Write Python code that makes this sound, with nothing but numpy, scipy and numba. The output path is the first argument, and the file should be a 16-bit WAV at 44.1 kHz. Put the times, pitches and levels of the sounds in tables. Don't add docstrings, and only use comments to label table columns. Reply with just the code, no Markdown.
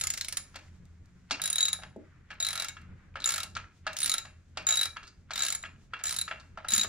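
import sys
import numpy as np
from scipy import signal
from scipy.fft import rfft, irfft
from scipy.io import wavfile
from scipy.ndimage import uniform_filter1d
from numba import njit

SR = 44100
rng = np.random.default_rng(int(sys.argv[2]) if len(sys.argv) > 2 else 0)


def invert_db(level):
    return 10 ** (np.asarray(level, dtype=float) / 20)


def unload_audio(sound):
    columns = np.transpose(np.atleast_2d(sound))
    steps = np.round(np.clip(columns, -1, 1) * 32767)
    wavfile.write(sys.argv[1], SR, steps.astype(np.int16))


N = 303408
PUSH_S = 0.15

# hz, db_per_hz
SNAP_COLOUR = [(500, -23.5), (1800, 0.5), (5000, 5), (8000, 2.5), (11000, -12), (12500, -10.5),
               (14500, -13), (16000, -25)]
BLOW_COLOUR = [(300, -25), (700, -14), (1500, 3.5), (2800, -4), (4500, -17), (8000, -32.5)]
CLOTH_COLOUR = [(2500, 1), (4500, -2), (7000, -1), (9000, -11.5), (12000, -21)]
# hz, level_db, t60_s
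CASE_MODES = [(619.2, -3, 0.11), (747.6, 2, 0.045), (844, -5.5, 0.1), (957.6, -10, 0.14)]
CASTING_MODES = [(1263.6, 3.5, 0.028), (1354, 4, 0.03), (1649, -0.5, 0.11), (1720, -2, 0.12),
                 (1974, -2.5, 0.038), (2215, -5, 0.11), (2306, -9.5, 0.3), (2485, -14, 0.24),
                 (2734, -9.5, 0.23), (3000, -10, 0.1), (3320, -5.5, 0.052)]


def on_log(hz, table, column=1):
    table = np.array(table, float)
    return np.interp(np.log(np.maximum(hz, 1)), np.log(table[:, 0]), table[:, column])


def shape(x, gain):
    n = x.shape[-1]
    return irfft(rfft(x) * gain(np.arange(n // 2 + 1) * SR / n), n)


def noise(spectrum, alike_hz):
    mid, side = rng.standard_normal((2, N))
    side = shape(side, lambda hz: hz / np.hypot(hz, alike_hz))
    top_hz = spectrum[-1][0]
    colour = lambda hz: invert_db(on_log(hz, spectrum)) / np.maximum(hz / top_hz, 1) ** 4
    x = shape(np.array([mid + side, mid - side]), colour)
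    return x / np.sqrt(np.mean(x ** 2))


def walk(rate_hz):
    hold = int(SR / rate_hz)
    steps = np.repeat(rng.standard_normal(N // hold + 1), hold)
    return uniform_filter1d(uniform_filter1d(steps, hold), hold)[:N]


@njit
def ring(at, size, pole, rise, keep):
    out, z = np.zeros(N), 0j
    for k in range(len(at)):
        z, push = z * keep, size[k] * (1 - rise[k])
        end = at[k + 1] if k + 1 < len(at) else N
        for i in range(at[k], end):
            z = z * pole[k] + push
            push = push * pole[k] * rise[k] + 1e-30
            out[i] = z.real
            if abs(z.real) + abs(z.imag) + abs(push.real) < 1e-7:
                break
    return out


def contact_rise(contact_ms, count):
    return np.exp(-1000 / (contact_ms * SR)) * np.ones(count)


def strike(s, db, modes, contact_ms, keep=0.61, scatter_db=-1.0, detune=0.032, apart_hz=16000,
           free_db=0, uneven_db=2.0, bend=0):
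    out, at = np.zeros((2, N)), (s * SR).astype(np.int64)
    rise = contact_rise(contact_ms, len(s))
    for hz, mode_db, t60_s in modes:
        chance = rng.standard_normal((len(s), 6)).T
        mode_hz = hz * (1 + bend / 100 + detune * chance[0])
        ring_s = t60_s * invert_db(free_db + uneven_db * chance[1])
        pole = np.exp(2j * np.pi * mode_hz / SR - np.log(1000) / (ring_s * SR))
        size = invert_db(db + mode_db + scatter_db * chance[2]) * np.exp(3j * chance[3])
        skew = np.exp(hz / apart_hz * (1j * chance[4] + 0.15 * chance[5]))
        out += [ring(at, size * port, pole, rise, keep) for port in (skew, 1 / skew)]
    return out


def burst(s, db, t60_s, contact_ms):
    pole = np.full(len(s), np.exp(-np.log(1000) / (t60_s * SR)) + 0j)
    return ring((s * SR).astype(np.int64), invert_db(db) + 0j, pole, contact_rise(contact_ms, len(s)), 0.6)


def lead_in(s, db, t60_s):
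    return burst(N / SR - s[::-1], db[::-1], t60_s, 0.27)[::-1]


def machine():
    # start_s, level_db
    load = [(0.0, -52), (0.04, -56), (1.609, -62), (1.82, -57), (2.51, -61.5), (2.97, -52), (3.01, -60.5),
            (3.27, -54), (3.39, -61.5), (3.64, -53), (3.68, -62.5), (4.88, -60), (5.17, -66.5),
            (5.23, -59.5), (6.86, -59.5), (6.88, -55.5)]
    # hz, db_per_hz
    roar_colour = [(20, -3.5), (40, -4), (90, -6), (200, -7.5), (350, -18), (1200, -38.5)]
    # order_hz, width_hz, level_db
    shaft = [(42.3, 7.8, -6), (84.4, 12, 7.5), (131, 14, -3), (180, 11, -7)]
    level_db = np.interp(np.arange(N) / SR, *np.transpose(load))
    orders = lambda hz: sum(invert_db(db + 8.0) / np.hypot(1, 2 * (hz - f) / width) ** 2 for f, width, db in shaft)
    roar = noise(roar_colour, 550)
    rumble = roar * invert_db(0.49 * (level_db.mean() - level_db)) + shape(roar, orders) * invert_db(2.3 * walk(8.0))
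    return rumble / np.std(rumble) * invert_db(level_db + 2.0 + 0.86 * walk(9.0) + 2.0 * walk(30))


def effort(column, floor_db):
    # start_s, end_s, thread_rub_db, cloth_hiss_db
    drives = [
        (0.405, 0.732, -67, -75.5),
        (0.787, 1.27, -75, -88),
        (1.988, 2.267, -64.5, -94),
        (2.756, 3.095, -62, -97),
        (3.496, 3.71, -84, -96),
        (4.253, 4.547, -80.5, -91.5),
        (5.045, 5.279, -91.5, -97),
        (5.658, 5.804, -84, -87),
        (6.347, 6.543, -66.5, -84),
    ]
    t = np.arange(N) / SR
    hump = lambda start, end: np.clip(np.minimum(t - start, end - t) / PUSH_S + .5, 0, 1)
    return invert_db(floor_db) + sum(invert_db(row[column]) * hump(row[0], row[1]) for row in drives)


def thread():
    # hz, db_per_hz
    rub_colour = [(500, -14.5), (900, -6), (1400, 1.5), (2200, -2.5), (3000, -14.5), (5000, -25)]
    return noise(rub_colour, 2500) * effort(column=2, floor_db=-76.5) * invert_db(-7.0 + 2.0 * walk(50))


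def cloth():
    return noise(CLOTH_COLOUR, 4000) * effort(column=3, floor_db=-85) * invert_db(3.5 + 1.5 * walk(27))


def teeth():
    # start_s, snap_db, low_ring_db, high_ring_db, head_db (last three over snap)
    swing_1 = [(0.0002, -48, -18.5, -17, -22.5), (0.0114, -32.5, 2.5, 9, 1.5), (0.0376, -33, -11.5, 8, -2),
               (0.0698, -33, -16, 11, -5.5), (0.102, -33, -14.5, 14, 3), (0.138, -34, -20, -9.5, -9.5),
               (0.175, -33, -13.5, -10, -12.5), (0.2109, -34, 4.5, -3.5, -14.5),
               (0.246, -37, 0.5, -18, -14), (0.284, -35, -8.5, -25.5, 0), (0.325, -35.5, -9, -19.5, 5),
               (0.3706, -34.5, 2.5, 9.5, 7.5)]
    swing_2 = [(1.4174, -34, 3, -1.5, 5), (1.4382, -35.5, 5, 4.5, 5), (1.4569, -35.5, 5.5, 8, 15.5),
               (1.4764, -36, 1.5, -2, 9.5), (1.5006, -36, -7, 10.5, 9), (1.5291, -38.5, 8.5, 9.5, 15),
               (1.557, -35.5, 6, -2.5, 11), (1.5824, -34, 11, 8.5, 2), (1.6065, -33.5, 12.5, 9.5, 1),
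               (1.6284, -38, 16.5, 16, 11), (1.6535, -33.5, 11, 9, -5.5), (1.6826, -34.5, 10, 9.5, -3),
               (1.73, -35, 11, 8, 11)]
    swing_3 = [(2.4021, -37, 6.5, 13, -5), (2.4259, -41, 12, 12, 7), (2.4476, -37, 7.5, -16, 5),
               (2.467, -37.5, 8, 1, 9.5), (2.4862, -38, 3, 2, 7), (2.5061, -38.5, 8, -17, -3),
               (2.53, -36.5, -7, -12, -9), (2.5553, -36.5, -1, -23, -9), (2.5767, -38.5, 6.5, -14.5, -14),
               (2.5983, -35, 3.5, -15, -14), (2.6216, -36.5, 0.5, -5, -19), (2.6454, -38.0, -2.5, 1, -21),
               (2.6843, -39.5, 1, 5.5, -6.5)]
    swing_4 = [(3.2036, -65, 23, 11, -22), (3.22, -63.5, 23, 13, -13.5), (3.2421, -33.5, 8.5, -1, -22),
               (3.258, -34.5, 1, 18.5, -2), (3.2745, -36.5, -10, 18, -1), (3.29, -31, -10, 10, -9),
               (3.3055, -35, 0, -5.5, 2.5), (3.3208, -34.5, 0, -4.5, -5), (3.3395, -34, 6, 10.5, -12.5),
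               (3.3597, -36.5, -11, 5, -16), (3.3799, -34.5, -3, -13, -2), (3.4027, -38, 5.5, 0, -8.0),
               (3.432, -36, -3, -16, 0)]
    swing_5 = [(3.9308, -46, 4, -3, -22.5), (3.967, -34, -9.5, -5, -10.5), (3.9874, -36.5, -13, -10, 0.5),
               (4.003, -37.5, -1, 9.5, 12), (4.0173, -35.5, -2.5, -15, 13), (4.0299, -38, 11.5, -4.5, 21.5),
               (4.044, -34, 0.5, -24, 7.5), (4.0593, -30, 1.5, 2, 6), (4.0769, -33.5, -6, -4, -4),
               (4.0958, -30.5, 1.5, 5, 7.5), (4.1164, -33, 10.5, 7, 7.5), (4.1392, -32, 4, 5.5, 5),
               (4.1815, -36, 7, 7, 2)]
    swing_6 = [(4.668, -36.5, 7.4, 18.5, -6.5), (4.688, -30.5, 1.5, 9.5, -9.5), (4.707, -35, 10, 17.5, 0.5),
               (4.7234, -35, 12, 16.5, -20), (4.7395, -36.5, 12, 8, 5.5), (4.756, -34.5, 5.5, -3.5, -7),
               (4.7712, -32, 10.8, 9, 1), (4.7912, -35.5, 13, -0.5, -2.5), (4.8119, -31.5, 9, -11, 2),
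               (4.8315, -32.5, 5.6, -6, 3), (4.8553, -35.5, 7.4, -12.5, 0.5)]
    swing_7 = [(5.3344, -42, 7.5, 8, -22), (5.3577, -35.5, 2.5, -12, -11), (5.3774, -35.5, 3.5, -10, -9),
               (5.3916, -37.5, 9, 6, -10), (5.4051, -35.5, 9, -16, -24), (5.421, -34, 7.5, 16.5, -14.5),
               (5.4339, -31, 0.5, 4, -21), (5.4497, -32.5, -0.5, -0.5, -20), (5.4647, -34, 5, 6.5, -23),
               (5.4836, -32.5, 2.5, 5, -17.5), (5.5024, -35, -4, 14, -5), (5.524, -33.5, 1.5, 7, -1.5),
               (5.5486, -38, 1, 15, 4), (5.627, -59.5, 14.5, 19, -22)]
    swing_8 = [(6.038, -36, -16, 6.5, -1.5), (6.055, -36.5, -8, 9.5, 7), (6.0677, -40.5, 1.5, 14, 5),
               (6.0803, -37.5, 1.5, 8, 7.5), (6.0931, -32.5, -18, -17.5, 2), (6.108, -38.5, 5, 4, 10),
               (6.1242, -35, -12, -8, 2), (6.1418, -37, -8, -24, 0), (6.1638, -36, -4.5, 6, 9),
               (6.187, -35, 5.5, 8, 11.5), (6.2127, -37.5, 8, 9, 14.5)]
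    swing_9 = [(6.6852, -35, 3, 4, 7.5), (6.7047, -36.5, 3, 6, 8.5), (6.72, -30, 1, 3, 0.5),
               (6.7355, -30.5, 2.5, 13, 5), (6.7486, -32.5, 1.5, 10, 11.5), (6.762, -33, 2.5, 14.5, 10),
               (6.779, -28.5, 0.5, 7, 2.5), (6.7945, -34, 12, 7.0, -7), (6.8118, -31, 9.5, 10, -10.5),
               (6.8333, -32.5, 3.5, 9, -9.5)]
    # pawl_landing_ms, low_ring_neighbours_db, tooth_chirp_db, lowest_casting_modes_db
    landings = [(0.71, 1, 4, -1.5), (0.43, -3.5, -5.5, -2), (.5, 4, 3.5, 0.5), (0.8, 8, -4, 5.5),
                (0.65, 5, -4, 1.5), (.7, -5, -4.5, -1), (0.95, 4.5, -1, 0), (0.93, 4.5, -11, 1.5),
                (0.87, 0, -5, 0)]
    bends = [(.6, .6), (0, -.3), (.2, .2), (0, 1), (0, -.3), (0, 0), (.6, .9), (0, 1.2), (0, -.1)]
    # first_tooth_db, midway_db, last_tooth_db
    slacks = [(-4, -3, -6), (-0.5, 4, -2), (1.5, 1, 3.5), (-9.5, -4.5, -4), (-6, -3, -1), (0, 3.5, 3.5),
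              (-1, -3, -4.5), (0, 3.5, 1), (5.5, -1, -0.5)]
    # first_tooth_db, midway_db, last_tooth_db
    covers = [(6, -10.5, 2), (2.5, -1.5, 1), (-1, 4, -7.5), (-2.5, 0.5, -2.5), (-9.5, -4.5, 2),
              (-5.5, 1, -2), (-16, -1.5, -6), (0, -4, 8), (-5.5, -0.5, -4)]
    # first_tooth_db, midway_db, last_tooth_db
    presses = [(-5.5, -13.5, -4.5), (-4, -4.5, -4), (-1.5, 1.5, 0.5), (-3, -5.5, -2), (-17, -7.5, -2),
               (1, -5, -3.5), (0, -6.5, -12), (-5, -7.5, -3), (-8, -5, -5)]
    swings = [swing_1, swing_2, swing_3, swing_4, swing_5, swing_6, swing_7, swing_8, swing_9]
    blocks = []
    for swing, landing, bend, *grip in zip(swings, landings, bends, slacks, covers, presses):
        columns = np.transpose(swing)
        s = columns[0]
        steady = np.outer([*landing, *bend], np.ones(len(s)))
        sliding = [np.interp(s, np.linspace(s[0], s[-1], len(hold)), hold) for hold in grip]
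        blocks.append(np.vstack([columns, steady, sliding]))
    rows = np.hstack(blocks)
    rows[-1] += 2.5 * rng.standard_normal(rows.shape[1])
    return rows


def pawl():
    # hz, level_db, t60_s
    low_ring = [(3874, 1.5, 0.048)]
    low_neighbours = [(4094, -7, 0.027), (3758, -9.5, 0.039)]
    high_ring = [(6975, 1.5, 0.036), (7130, -7, 0.04)]
    head_modes = [(9150, -2.5, 0.01), (9570, -3.5, 0.024), (9840, -4, 0.029)]
    cover_plate = [(10636, -1.5, .035), (11040, -6, 0.033)]
    # hz, level (added as db), t60_s
    overtones = [(13600, 0.0039, .02), (14500, 0.0036, .025)]
    # hz, level_db, t60_s
    tooth_chirps = [(5280, 2, 0.0076), (2120, -5, 0.017)]
    s, db, low, high, head, land_ms, near, chirp, deep, low_bend, high_bend, slack, cover, body = teeth()

    crack = burst(s, db + 1.0, 0.015, land_ms) + burst(s, db - 3.0, 0.066, 0.66 * land_ms)
    crack += lead_in(s, db - 1.0, 0.0064)
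    rattle = noise(SNAP_COLOUR, 8000) * crack * invert_db(1.9 * walk(900))
    shake = noise(BLOW_COLOUR, 4700) * burst(s, db + body - 3.5, 0.099, 12.0)

    steady = .004
    handle = strike(s, db + low + 0.5, low_ring, 0.71 * land_ms, keep=0.15, scatter_db=0.44, detune=steady,
                    free_db=slack + .15 * (low - 6.0), uneven_db=-0.5, bend=low_bend)
    handle += strike(s, db + low + near - 0.6, low_neighbours, 0.43 * land_ms, keep=.15, scatter_db=4.0,
                     detune=0.017, free_db=0.65 * slack)
    handle += strike(s, db + high + 0.15, high_ring, 0.8 * land_ms, keep=.3, scatter_db=2.0, detune=steady,
                     free_db=0.58 * slack + 1.0, uneven_db=0.8, bend=high_bend)
    handle = handle * invert_db(1.8 * walk(300))

    loose = strike(s, db + head + 1.0, head_modes, 1.3 * land_ms, keep=0.35, scatter_db=3.0, detune=0.019,
                   apart_hz=9000)
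    loose += strike(s, db + cover - 0.5, cover_plate, 0.12, keep=.3, scatter_db=1.5, detune=steady,
                    apart_hz=8000)
    loose += strike(s, db + .4 * head - 10.0, overtones, .6, detune=0.011)
    loose += strike(s, db + chirp, tooth_chirps, 0.67 * land_ms, keep=0, scatter_db=3.0, detune=0.05)
    loose = loose * (1 + .55 * walk(900))

    gearbox = strike(s, db + body - 17.5, CASE_MODES, 0.71, scatter_db=-1.0)
    gearbox += strike(s, db + body + deep - 9.5, CASTING_MODES[:2], 1.1, keep=0.8, scatter_db=3.5,
                      detune=0.01, free_db=1.5)
    gearbox += strike(s, db + body - 11.0, CASTING_MODES[2:], 1.0, keep=0.99, scatter_db=3.0,
                      detune=0.008, free_db=1.0)
    return rattle + shake + handle + loose + gearbox


def room(x):
    # band_hz, t60_s, level_db
    echo_bands = [(316, 0.27, -11.5), (960, 0.35, -20), (3050, 0.2, -20), (6050, 0.29, -14),
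                  (11730, 0.22, -21.5)]
    t = np.arange(SR // 2) / SR
    echo = 0
    for hz, t60_s, db in echo_bands:
        band = shape(rng.standard_normal((2, len(t))), lambda f: np.exp(-np.log2((f + 1) / hz) ** 2))
        band = band * np.exp(-np.log(1000) * t / t60_s) * np.clip(t / 0.0033, 0, 1)
        echo = echo + invert_db(db) * band / np.sqrt(np.sum(band ** 2) / 2)
    echo = echo + 0.32 * echo[::-1]
    return signal.fftconvolve(x.mean(axis=0)[None], echo, axes=1)[:, :N]


def socket():
    # start_s, blow_db, case_db, rattle_db, upper_casting_db (last three over blow)
    knocks = [(0.5436, -42, -34, -10, -4.5), (0.5567, -31.5, -15, -6.5, -5), (1.2985, -51.5, -19, 3, 0),
              (1.3089, -21, -10.5, 5, 6.5), (1.396, -29, -18, -22, -18.5), (1.7886, -42, -8, -17, -16.5),
              (1.82, -39.5, -11, -14, -5), (1.8327, -33, -16.5, -11.5, -10.5),
              (2.3041, -26.5, -22, -14.5, -5), (2.7668, -35, -38.5, -18, -4.5),
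              (3.156, -26, -15, -20, -11.5), (3.2004, -42.5, -28, 1, -12), (3.22, -37.5, -28, -5, 3.5),
              (3.5512, -42, -32, 11.5, 2), (3.558, -28, -23, -38, -25), (3.5649, -26.5, -24, -9.5, -4),
              (3.8553, -58, -14, -9, -3.5), (3.8661, -19, -13.5, -10, -8), (4.2512, -35.5, -15, -10, -5),
              (4.561, -57, -17.5, -4.5, -10), (4.5719, -24.5, -11, -6, 3), (4.962, -36.5, -24, -23, -25),
              (4.966, -30, -22.5, -14.5, -0.5), (5.029, -44, -18, -2.5, 4), (5.047, -53, -25, 2.5, -12.5),
              (5.069, -56, -26.5, 6, -19.5), (5.075, -46, -27, 5.5, -4.5), (5.3066, -25.5, -13.5, -8, -6.5),
              (5.637, -27.5, -20.5, -28, -14), (5.6512, -33.5, -38, -15.5, 2.5),
              (5.9349, -25, -28, -19.5, -1), (5.9892, -40, -21, -8, -9), (6.006, -35, -14, -20, -4.5),
              (6.278, -28.5, -28, -11, -5), (6.3112, -24.5, -14, -31, -4.5), (6.3977, -55.5, -22, 6, -14),
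              (6.574, -30.5, -8, -20, -27), (6.6458, -33, -12, -18, -30), (6.846, -25.5, -18, -20, -10)]
    # start_s, lowest_casting_modes_db
    flange_hits = [
        (.5565, -4.5),
        (1.396, -11),
        (1.8325, -4.5),
        (2.3053, -14),
        (3.8659, 1),
        (5.3059, -1.5),
        (5.9349, 0),
        (6.574, 5),
    ]
    # hz, db_per_hz
    chink_colour = [(2500, -13), (4500, 0.5), (5600, -6.5), (6500, -4.5), (8500, -14), (11000, -24)]
    # hz, level_db, t60_s
    socket_modes = [(3760, -2, 0.12), (4150, -3, .12), (4240, -9, .12), (4730, -3.5, 0.11),
                    (4670, -1.5, 0.05), (4830, -3.5, 0.079), (5450, -4, 0.099), (6700, -8.5, .03)]
    s, db, thud, rattle, upper = np.transpose(knocks)
    grit = invert_db(5.4 * walk(500))
    blow = burst(s, db - 7.5, 0.038, 4.8) + burst(s, db - 21.0, 0.29, 29.0) + lead_in(s, db - 39.5, 0.12)
    blow = noise(BLOW_COLOUR, 7000) * blow * grit
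    chink = burst(s, db + rattle - 7.5, 0.043, 1.5) + burst(s, db + rattle - 17.5, 0.071, 3.6)
    chink = noise(chink_colour, 12000) * chink * grit

    steady = .0015
    flange = sum(more_db * (np.abs(s - at_s) < .005) for at_s, more_db in flange_hits)
    body = strike(s, db + thud - 3.5, CASE_MODES, 1.1, scatter_db=-1.0, keep=0.56, detune=steady)
    body += strike(s, db + flange - 13.0, CASTING_MODES[:2], 0.39, keep=0.68, scatter_db=2.0, detune=steady)
    middle_db = db - 17.0 - 0.16 * (thud + 21)
    body += strike(s, middle_db, CASTING_MODES[2:5], 1.8, keep=0.68, scatter_db=-2.0, detune=steady)
    body += strike(s, db + upper - 15, CASTING_MODES[5:7], 1.1, keep=1.0, scatter_db=1.5, detune=steady)
    body += strike(s, db + upper - 9.5, CASTING_MODES[7:], 0.81, keep=0.82, scatter_db=0.7, detune=steady)
    body += strike(s, db + rattle - 16.5, socket_modes, 0.51, keep=0.9, detune=steady)
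    buzzing = body * (1 + 0.5 * walk(250))
    return shape(blow + chink + buzzing, lambda hz: 1 / np.hypot(1, (hz / 9000) ** 5))


def sleeve():
    # start_s, level_db
    grit_ticks = [(0.559, -42.5), (.589, -56), (0.853, -61.5), (1.057, -64.5), (1.899, -70), (1.963, -65),
                  (2.339, -60), (2.815, -58.5), (4.572, -60), (4.625, -58), (5.047, -66), (5.068, -63),
                  (5.078, -58)]
    # centre_s, level_db
    swishes = [
        (3.77, -75.5),
        (5.2, -83.5),
        (5.83, -76),
    ]
    t = np.arange(N) / SR
    swell = sum(invert_db(db + 3.5) * np.exp(-((t - s) / 0.052) ** 2) for s, db in swishes)
    tick_s, tick_db = np.transpose(grit_ticks)
    return noise(CLOTH_COLOUR, 4000) * swell + noise(SNAP_COLOUR, 9800) * burst(tick_s, tick_db, 0.025, 0.48)


def drone():
    # start_s, end_s, pitch_hz, width_hz, level_db
    hum_span = (0.63, 1.9, 176.5, 9.5, -65)
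    start, end, hz, width, db = hum_span
    t = np.arange(N) / SR
    hum = shape(rng.standard_normal(N), lambda f: 1 / (1 + (2 * (f - hz) / width) ** 2))
    return hum / np.std(hum) * invert_db(db) * np.clip(np.minimum(t - start, end - t) / PUSH_S, 0, 1)


def bumps():
    # start_s, level_db, upper_modes_db (over level)
    drops = [
        (1.9613, -41, 3),
        (6.722, -46.5, -9),
        (6.775, -43, -10),
        (6.845, -49, 1),
    ]
    # hz, level_db, t60_s
    floor_modes = [(206, -2, 0.077), (250, -18, 0.053), (299, -10, 0.09), (377, -3.5, 0.036),
                   (472, -8.5, .03), (618, -4.5, 0.0467), (815, -10.5, 0.034)]
    s, db, upper = np.transpose(drops)
    deep = strike(s, db, floor_modes[:2], 2.0, scatter_db=-3.0, detune=0.02)
    return deep + strike(s, db + upper, floor_modes[2:], 1.23, scatter_db=2.5, detune=.01)


def scene():
    wrench = pawl() + socket() + bumps()
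    return wrench + room(wrench) + machine() + thread() + cloth() + drone() + sleeve()


def roll_off(x):
    return signal.sosfilt(signal.butter(12, 16660, fs=SR, output="sos"), x)


def record(dry):
    # hz, level_db, lag_rad (beyond the path)
    ports = [(500, 0.05, 0), (4500, 0.65, -0.11), (6240, .5, 0), (7430, 0.3, 0.72), (9200, -2.5, -.9),
             (11100, -4, -0.39), (13500, -4.5, -.5), (16000, -6.5, 0)]
    path_samples = 2.094
    lag = lambda hz: 2 * np.pi * hz * path_samples / SR + on_log(hz, ports, column=2)
    left = shape(dry[0], lambda hz: invert_db(on_log(hz, ports)) * np.exp(-1j * lag(hz)))
    right = shape(dry[1], lambda hz: invert_db(-on_log(hz, ports)))
    rounded = np.tanh(2.006 * np.array([left, right])) / 1.63
    return roll_off(shape(rounded, lambda hz: 1 / np.hypot(1, (hz / 15900) ** 70)))


dry = scene()
out = record(dry)
unload_audio(out)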